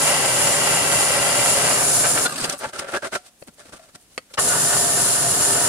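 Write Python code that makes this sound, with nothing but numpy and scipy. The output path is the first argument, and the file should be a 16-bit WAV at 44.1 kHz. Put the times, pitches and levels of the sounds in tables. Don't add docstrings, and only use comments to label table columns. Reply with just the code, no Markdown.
import sys
import numpy as np
from scipy import signal
from scipy.fft import rfft, irfft
from scipy.io import wavfile
from scipy.ndimage import uniform_filter1d, map_coordinates

SR = 44100
rng = np.random.default_rng(int(sys.argv[2]) if len(sys.argv) > 2 else 0)


def digitize_waveform(pressure):
    field = np.atleast_2d(pressure).T
    bounded = np.clip(field, -1, 1)
    quanta = np.round(bounded * 32767).astype(np.int16)
    wavfile.write(sys.argv[1], SR, quanta)


N = 250488
TAPS = 8192
TIME = np.arange(N) / SR
GRID = np.maximum(np.arange(TAPS // 2 + 1) * SR / TAPS, 1)
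SIDES = np.array([[1], [-1]])

# frequency in Hz, relative level in dB.
ROOM_COLOUR = [(18, -33), (30, -3), (59, 0), (102, -3), (277, -1), (332, -6), (673, -7), (728, -7),
               (874, -12), (1440, -13), (4780, -15), (9190, -13), (15500, -25)]
ROOM_LEVEL_DB = -56.2

# frequency in Hz, side minus mid in dB.
STEREO_WIDTH = [(60, -9.5), (130, -11), (300, -12), (700, -8), (1400, -4.8), (2800, -1), (15000, 0)]
# frequency in Hz, left minus right in dB.
STEREO_LEAN = [(60, 1.8), (130, 2.8), (400, 2.7), (800, 1.8), (2500, 1.7), (5000, 1), (8500, -1),
               (11000, -2), (14000, -5)]
LEFT_LAG_S, TOP_HZ = .00009, 15600

# frequency in Hz, relative level in dB.
RUB_COLOUR = [(1000, -25), (4000, -14), (7000, -7), (9500, 0), (11000, -7), (13000, -12), (15500, -20)]
# peak in s, time from peak to 1/e in s, level in dB.
RUBS = [(2.591, .012, -35), (2.917, .007, -43), (3.272, .014, -53), (3.41, .02, -53), (3.44, .01, -53),
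        (3.477, .009, -47), (3.542, .008, -53), (4.02, .025, -57), (4.155, .035, -56), (4.325, .018, -55)]

# frequency in Hz, relative level in dB.
THUMP_COLOUR = [(40, -6), (130, 0), (300, 0), (600, -8), (1200, -17), (3000, -25), (9000, -24),
                (15000, -45)]
# peak in s, time from peak
# to 1/e in s, level in dB.
THUMPS = [(2.435, .014, -28.5), (2.49, .01, -35), (2.67, .012, -38), (2.795, .012, -38), (3.424, .007, -42),
          (3.485, .012, -43), (3.692, .012, -47), (3.737, .017, -42.5), (3.892, .012, -51),
          (3.955, .012, -46), (4.388, .01, -32)]

# frequency in Hz, relative level in dB.
GRIT_COLOUR = [(500, -12), (2000, -3), (4500, 0), (7000, -2), (9200, 2), (11000, -10), (12700, -18),
               (14500, -20), (16000, -30)]

# frequency in Hz, relative level in dB.
KNOCK_COLOUR = [(60, -18), (200, -3), (520, 3), (800, -6), (1300, -4), (2200, -5), (3000, -10), (3600, -17),
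                (4400, -9), (5500, -22), (15000, -45)]
# frequency in Hz, nominal width in Hz, lift in dB.
KNOCK_MODES = [(1250, 90, 5), (1960, 90, 6), (2600, 140, 6), (3140, 100, 10), (4450, 80, 8), (5280, 90, 9)]
# start in s, thud in dB, tick in dB, decay to 1/e in s,
# resonance favoured by the point of contact in Hz, its lift in dB.
KNOCKS = [(2.444, -26, -32, .005, 2700, 17), (2.4965, -37, -16, .0035, 5860, 22),
          (3.424, -28, -59, .0025, 560, 17), (3.475, -37, -58, .006, 220, 19),
          (3.483, -36, -48, .0015, 900, 6), (3.653, -41, -60, .007, 285, 19),
          (3.724, -38, -44, .003, 1500, 8), (3.794, -37, -54, .005, 646, 22),
          (3.9575, -35, -36, .0018, 730, 10), (4.178, -16.7, -27, .005, 500, 7),
          (4.3385, -35, -36, .004, 3900, 12)]

# frequency in Hz, decay by 60 dB in s.
TABLE_NOTE = (727, .25)
# start in s, level in dB.
RINGS = [(3.165, -47), (3.797, -54), (3.958, -56)]

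# peak in s, time from peak to 1/e in s, level in dB,
# lower ring in Hz, upper ring in Hz, lift of both rings in dB.
SCRATCHES = [(2.263, .01, -24, 3470, 4110, 17), (2.364, .007, -26, 2650, 8400, 13),
             (2.386, .008, -25, 4500, 8090, 12), (2.413, .009, -26, 4950, 8490, 13),
             (2.43, .006, -27, 4300, 7900, 8), (2.446, .009, -22, 2710, 4740, 13),
             (2.497, .004, -23, 5860, 9200, 13), (2.508, .008, -31, 3300, 9200, 9),
             (2.528, .006, -29, 6000, 8200, 10), (2.795, .006, -26, 2900, 5200, 10),
             (2.922, .006, -42, 4240, 8800, 8), (2.968, .011, -35, 5000, 7600, 8),
             (3.072, .011, -37, 3600, 7500, 8), (3.15, .011, -32, 5900, 8600, 10),
             (3.176, .012, -42, 5700, 8800, 7), (4.342, .005, -37, 3900, 5200, 12)]

# frequency in Hz, relative level in dB.
TABLE_COLOUR = [(40, -20), (130, -11), (280, -5.5), (470, -3), (700, -1.5), (1000, -7), (1600, -2.5),
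                (2000, -10), (2700, -12), (4000, -20), (9000, -30), (15000, -50)]
# frequency in Hz, nominal width in Hz, lift in dB.
TABLE_MODES = [(385, 50, 5), (583, 70, 9.5), (730, 14, 5), (890, 50, 2), (1160, 70, 5), (1370, 50, 12),
               (1540, 60, 5), (1740, 50, 4), (2090, 45, 7)]
# peak in s, length between its 1/e points in s, table level in dB,
# grit level in dB, resonance favoured by the point of contact in Hz, its lift in dB.
SLIDES = [(2.447, .022, -23.5, -27, 1530, 13), (2.478, .016, -29, -50, 760, 11),
          (2.53, .026, -36, -38, 1150, 10), (2.614, .024, -33, -54, 900, 14),
          (2.643, .034, -22.8, -41, 880, 14), (2.692, .014, -36, -50, 2090, 11),
          (2.736, .009, -29, -44, 1320, 14), (2.76, .012, -31, -44, 1340, 15),
          (2.795, .016, -27, -32, 1110, 10), (2.826, .012, -29, -43, 560, 12),
          (2.848, .01, -29, -56, 540, 10), (2.89, .016, -32, -44, 1700, 10),
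          (2.95, .042, -19.3, -35.5, 570, 8), (2.964, .02, -25, -42, 1650, 14),
          (3.03, .014, -25, -41, 1620, 15), (3.044, .014, -25.5, -44, 1380, 15),
          (3.06, .032, -24, -37.5, 650, 13), (3.134, .021, -21.5, -32, 560, 6),
          (3.158, .018, -19, -33, 1370, 15), (3.272, .025, -57, -54, 1150, 8),
          (3.483, .021, -49, -54, 900, 8), (3.602, .042, -44.5, -49, 1750, 10),
          (3.664, .02, -46.5, -51, 680, 13), (3.692, .016, -47.5, -52, 1180, 12),
          (3.736, .02, -38.5, -44, 1180, 11), (3.765, .022, -43.5, -49, 830, 11),
          (3.84, .035, -52, -57, 650, 14), (3.894, .02, -50, -54, 1200, 10),
          (3.953, .015, -44, -42, 620, 10), (4.13, .045, -62, -56, 730, 8),
          (4.312, .022, -50, -58, 520, 10), (4.346, .016, -44, -41, 820, 10)]
# start in s, end in s, table level in dB,
# grit level in dB, favoured resonance in Hz.
DRAGS = [(2.46, 2.55, -33, -46, 760), (2.6, 2.705, -37, -41.5, 900), (2.735, 2.81, -34.5, -40, 1340),
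         (2.81, 2.915, -35, -49, 570), (2.895, 3.3, -57, -56, 730), (3.57, 3.88, -56, -61, 650),
         (3.91, 4.37, -74, -66, 730)]
DRAG_FADE_S, DRAG_UNEVEN_DB = .03, 2.2
RISE_SHARE = .45
STROKE_SQUARENESS = 1.9
GRIT_SPREAD = 1.15

# frequency in Hz, relative level in dB.
COAST_COLOUR = [(30, -30), (70, -11), (150, -1), (280, -1), (450, -2.5), (800, -3), (1500, -4), (2200, -12),
                (4000, -11), (6000, -12), (8800, -7), (10700, -12), (13000, -23), (15500, -31)]
# frequency in Hz, nominal width in Hz, lift in dB.
COAST_MODES = [(150, 40, 4), (265, 50, 6), (580, 60, 7), (740, 45, 6), (1190, 70, 8), (1540, 110, 9),
               (2720, 160, 8), (4050, 220, 7), (4850, 250, 5), (8300, 400, 5)]
COAST_DB, COAST_SAG_DB_PER_S, COAST_S, COAST_FADE_S = -27, 20, .295, .06

# on in s, off in s, mean spindle hiss in dB, swells of the hiss per second,
# time of one crest in s, hum level in dB.
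RUNS = [(-1, 2.266, -20, 2.05, .99, -2.5), (4.388, 7, -18, 2.8, 5.08, -.3)]
# mean frequency in Hz, level in dB before the run's hum level.
HUM_LINES = [
    [(150.7, -44), (301.5, -47), (403.7, -43), (549.1, -39), (705.2, -41)],
    [(129.2, -45), (263.8, -47), (398.4, -43), (500.6, -45), (694.4, -39)],
]
# frequency in Hz, relative level in dB.
FRAME_COLOUR = [(25, -50), (50, -22), (70, -12), (120, -5), (220, -7.5), (450, -6.5), (700, -8),
                (1200, -17), (3000, -34)]
# frequency in Hz, nominal width in Hz, lift in dB.
FRAME_MODES = [(142, 50, 7.5), (272, 50, 5), (402, 36, 9), (505, 30, 4), (702, 36, 12)]
# frequency in Hz, relative level in dB.
SPINDLE_COLOUR = [(1000, -22), (2300, -15), (2900, -11), (3700, -9.5), (4150, -6.5), (5800, -3.8),
                  (7000, -2), (9000, -.7), (10300, -.5), (10900, -6.5), (12200, -11), (12800, -20),
                  (13700, -13), (14700, -18), (15600, -32)]
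# frequency in Hz, nominal width in Hz, lift in dB, left minus right in dB.
SPINDLE_MODES = [(6260, 70, 4, 0), (6885, 45, 9, 2), (6975, 35, 7, 2), (7170, 65, 12, 6), (7310, 40, 7, 2),
                 (7490, 60, 8, -5), (8170, 60, 3, -4), (8380, 90, 3, -4), (9070, 45, 6, 0),
                 (9390, 70, 6, -1), (9545, 70, 11, 0), (9710, 90, 6, -2), (9980, 120, 8, 3),
                 (10330, 150, 9, 4)]
SWELL_DB, RUMBLE_DB = .9, -28

# start in s, end in s,
# fade in in s, fade out in s, extra hiss in dB.
STAGES = [(-1, 1.7, .012, .25, 0), (1.7, 2.268, .25, .012, 2.1), (4.376, 7, .008, .012, 0)]
# frequency in Hz, relative level in dB.
CUT_COLOURS = [
    [(150, -20), (400, -8.5), (600, 0), (900, -.5), (1500, -4.5), (2400, -9.8), (3300, -10), (5000, -11.5),
     (8000, -16), (15000, -40)],
    [(150, -20), (400, -8), (600, -.5), (900, -2), (1500, -4), (2400, -10), (3400, -14), (5000, -12),
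     (8000, -16), (15000, -40)],
    [(150, -20), (400, -9), (600, -.5), (900, -2), (1700, -4.7), (2300, -13), (2900, -10.5), (3700, -15),
     (5000, -12), (15000, -40)],
]
# frequency in Hz,
# nominal width in Hz, lift in dB.
HOLE_MODES = [
    [(555, 75, 9), (805, 30, 5), (900, 60, 3), (1100, 35, 4), (1360, 80, 7), (1565, 50, 7), (1800, 40, 3),
     (1995, 140, 10.5), (2340, 130, 8), (2684, 36, 14), (2838, 30, 15.5), (3000, 300, 5), (3220, 90, 6),
     (4800, 110, 8), (5080, 90, 6), (5440, 90, 5)],
    [(490, 40, 6), (590, 50, 5), (1210, 70, 5), (1350, 60, 6), (1540, 70, 7), (1750, 70, 6), (2300, 200, 5),
     (2850, 120, 7)],
    [(590, 60, 5), (935, 50, 5), (1195, 45, 8), (1312, 35, 8), (1465, 45, 8), (1550, 50, 6), (1805, 55, 10),
     (1700, 60, 4), (2060, 120, 4), (2400, 60, 3), (2850, 130, 6), (3150, 100, 2)],
]
# time in s, cutting level in dB.
FEED = [(0, -20.5), (.35, -20.5), (.9, -21), (1.27, -20.4), (1.55, -21.2), (1.75, -24), (1.93, -27),
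        (2.24, -26.5), (4.39, -28), (4.45, -30), (4.53, -27), (4.72, -27), (4.86, -27.4), (5.2, -27),
        (5.55, -25.5), (5.68, -26.5)]
# peak in s, time from peak to 1/e in s,
# extra cutting level in dB, squeal in Hz, squeal level in dB, sag of the hiss in dB.
GRABS = [(2.053, .014, -22, 1530, -30, 4.5), (2.185, .018, -25, 1300, -28, 1),
         (2.264, .011, -29, 1455, -17, 5), (4.381, .005, -21, 1250, -25, 1),
         (4.391, .007, -20, 1080, -20, 1), (4.53, .045, -33, 1470, -26.5, 1),
         (4.735, .024, -35, 1465, -29, .5)]


def undb(db):
    return 10 ** (np.asarray(db) / 20)


def unit(x):
    return x / np.sqrt(np.mean(x ** 2))


def slope(points, hz=GRID):
    f, db = np.transpose(points)
    return np.interp(np.log(hz), np.log(f), db)


def tint(x, points, share=1):
    hz = np.maximum(np.arange(N // 2 + 1) * SR / N, 1)
    return irfft(rfft(x) * undb(share * slope(points, hz)), N)


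def ring(force, colour, modes=()):
    power = np.ones((2, len(GRID)))
    for hz, width, db, *pan in modes:
        lift = undb(db + SIDES * sum(pan) / 2) ** 2 - 1
        detuning = (GRID - hz) / (.7 * width)
        power = power + np.maximum(lift, 0) / (1 + detuning ** 2) ** 2
    cepstrum = irfft(np.log(undb(slope(colour)) * np.sqrt(power)))
    cepstrum[:, 1:TAPS // 2] *= 2
    cepstrum[:, TAPS // 2 + 1:] = 0
    response = irfft(np.exp(rfft(cepstrum)))
    response = response / np.sqrt(np.sum(response ** 2) / 2)
    return signal.fftconvolve(force, response, axes=1)[:, :force.shape[1]]


def stereo(pair):
    mid, side = pair[0], tint(pair[1], STEREO_WIDTH)
    return unit(mid + SIDES * side)


def noise():
    return stereo(rng.standard_normal((2, N)))


def grains(rate, scatter_db):
    size = (rng.random(N) < rate / SR) * undb(scatter_db * rng.standard_normal(N))
    return stereo(size * rng.standard_normal((2, N)))


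def walk(rate):
    steps = rng.standard_normal(4096)
    return 1.2 * np.interp(TIME * rate, np.arange(len(steps)), steps)


def switched(on, off, fade_in=.012, fade_out=.012):
    return np.clip((TIME - on) / fade_in + .5, 0, 1) * np.clip((off - TIME) / fade_out + .5, 0, 1)


def bump(s, length):
    return np.exp(-((TIME - s) / length) ** 2)


def around(s):
    return slice(int(s * SR) - TAPS, int(s * SR) + TAPS)


def sine(hz, waver, rate):
    return np.sin(2 * np.pi * np.cumsum(hz * (1 + waver * walk(rate))) / SR)


def drift(pair, depth_s, rate):
    late = depth_s * uniform_filter1d(walk(rate), int(SR / rate))
    return np.array([map_coordinates(side, [(TIME - late) * SR], mode="mirror") for side in pair])


def workshop(near, echo_db=-25, t60=.25):
    t = TIME[:TAPS]
    tail = rng.standard_normal((2, TAPS)) * undb(-60 * t / t60)
    tail = tail / np.sqrt(np.sum(tail ** 2) / 2)
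    echo = signal.fftconvolve(near, tail, axes=1)[:, :N]
    hush = undb(ROOM_LEVEL_DB + .7 * walk(9)) * ring(noise(), ROOM_COLOUR)
    return undb(echo_db) * echo + hush


def finger_rubs(grain_db=2):
    touch = sum(undb(db) * bump(s, length) for s, length, db in RUBS)
    return ring(grains(5000, grain_db) * touch, RUB_COLOUR)


def thumps():
    push = sum(undb(db) * bump(s, length) for s, length, db in THUMPS)
    return ring(noise() * push, THUMP_COLOUR)


def knocks(width_hz=100):
    thuds, tick, contact = np.zeros((2, N)), 0, noise()
    for s, thud_db, tick_db, decay, hz, lift_db in KNOCKS:
        span = around(s)
        blow = (TIME >= s) * np.exp(-np.abs(TIME - s) / decay)
        force = undb(thud_db) * blow[span] * contact[:, span]
        thuds[:, span] += ring(force, KNOCK_COLOUR, KNOCK_MODES + [(hz, width_hz, lift_db)])
        tick = tick + undb(tick_db) * blow
    return thuds + ring(noise() * tick, GRIT_COLOUR)


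def table_note():
    hz, t60 = TABLE_NOTE
    out = 0
    for s, db in RINGS:
        age = np.maximum(TIME - s, 0)
        out = out + undb(db) * np.exp(-np.log(1000) * age / t60) * np.sin(2 * np.pi * hz * age)
    return out


def scratches(width_hz=200, judder_db=1.5):
    out = np.zeros((2, N))
    skids = grains(14000, 1.5) * undb(judder_db * walk(400))
    for s, length, db, low_hz, high_hz, lift_db in SCRATCHES:
        span = around(s)
        force = undb(db) * bump(s, length)[span] * skids[:, span]
        out[:, span] += ring(force, GRIT_COLOUR, [(low_hz, width_hz, lift_db), (high_hz, width_hz, lift_db)])
    return out


def sliding(judder_db=1.4, width_hz=50, shared=.95, pan_db=-1.4, drag_width_hz=35,
            drag_favour_db=13, catch_db=-10, drift_s=.00015):
    judder = undb(judder_db * walk(300))
    push, out, crush = undb(DRAG_UNEVEN_DB * walk(35)), 0, 0
    creep = grains(7000, 1.5) * judder
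    for on, off, table_db, grit_db, hz in DRAGS:
        moving = push * switched(on, off, DRAG_FADE_S, DRAG_FADE_S)
        modes = TABLE_MODES + [(hz, drag_width_hz, drag_favour_db)]
        out = out + ring(undb(table_db) * moving * creep, TABLE_COLOUR, modes)
        crush = crush + undb(grit_db) * moving
    slips = (grains(7000, 1.5) + undb(catch_db) * grains(450, 2)) * judder
    pressed = [(hz, width, shared * db) for hz, width, db in TABLE_MODES]
    for s, length, table_db, grit_db, hz, lift_db in SLIDES:
        span = around(s)
        t = TIME[span] - s
        reach = np.abs(t / (length * np.where(t < 0, RISE_SHARE, 1 - RISE_SHARE)))
        stroke = np.exp(-reach ** STROKE_SQUARENESS)
        force = undb(table_db) * stroke * slips[:, span]
        out[:, span] += ring(force, TABLE_COLOUR, pressed + [(hz, width_hz, lift_db)])
        crush[span] += undb(grit_db) * np.exp(-(reach / GRIT_SPREAD) ** STROKE_SQUARENESS)
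    crackle = ring(grains(14000, 2) * crush * judder, GRIT_COLOUR)
    return undb(SIDES * pan_db / 2) * drift(out, drift_s, 30) + crackle


def coasting(judder_db=1.6, drift_s=.0009):
    off = RUNS[0][1]
    level = undb(COAST_DB - COAST_SAG_DB_PER_S * (TIME - off))
    rub = switched(off, off + COAST_S, fade_out=COAST_FADE_S) * level
    force = grains(9000, 2) * undb(judder_db * walk(200)) * rub
    return drift(ring(force, COAST_COLOUR, COAST_MODES), drift_s, 30)


def machine(hiss_wander_db=.6, rumble_wander_db=1.1, flutter_db=.5, waver=.006, hum_wander_db=1.6):
    running, drive, hum = 0, 0, 0
    for (on, off, hiss_db, rate, crest, hum_db), lines in zip(RUNS, HUM_LINES):
        gate = switched(on, off)
        running = running + gate
        swell = SWELL_DB * np.cos(2 * np.pi * rate * (TIME - crest))
        drive = drive + gate * undb(hiss_db + swell)
        for hz, db in lines:
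            level = undb(hum_db + db + hum_wander_db * walk(25))
            hum = hum + gate * level * sine(hz, waver, 60)
    lift = sum(db * switched(*span) for *span, db in STAGES)
    sag = sum(db * bump(s, length) for s, length, *_, db in GRABS)
    rolling = grains(24000, 1) * undb(flutter_db * walk(70) + hiss_wander_db * walk(16))
    hiss = ring(rolling * drive * undb(lift - sag), SPINDLE_COLOUR, SPINDLE_MODES)
    shaking = noise() * running * undb(RUMBLE_DB + rumble_wander_db * walk(18))
    return hiss + ring(shaking, FRAME_COLOUR, FRAME_MODES) + hum


def squeals(waver=.015):
    out = 0
    for s, length, _, hz, db, _ in GRABS:
        out = out + undb(db) * bump(s, length) * sine(hz, waver, 300)
    return out


def cutting(bite_db=.9, surge_db=.5, chip_db=-11, drift_s=.00018):
    out = 0
    grab = sum(undb(db) * bump(s, length) for s, length, db, *_ in GRABS)
    feed = undb(np.interp(TIME, *np.transpose(FEED)) + surge_db * walk(30)) + grab
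    tearing = grains(9000, 1.6) * undb(bite_db * walk(150))
    chips = undb(chip_db) * grains(220, 2)
    force = (tearing + chips) * feed
    for (*span, _), colour, modes in zip(STAGES, CUT_COLOURS, HOLE_MODES):
        out = out + ring(force * np.sqrt(switched(*span)), colour, modes)
    return drift(out, drift_s, 14)


def scene():
    drill = machine() + cutting() + squeals() + coasting()
    handling = sliding() + scratches() + knocks() + table_note() + thumps() + finger_rubs()
    near = drill + handling
    return near + workshop(near)


def record(dry):
    left = map_coordinates(dry[0], [(TIME - LEFT_LAG_S) * SR], mode="nearest")
    heard = tint(np.array([left, dry[1]]), STEREO_LEAN, SIDES / 2)
    return signal.sosfilt(signal.ellip(8, .2, 70, TOP_HZ, fs=SR, output="sos"), heard)


dry = scene()
out = record(dry)
digitize_waveform(out)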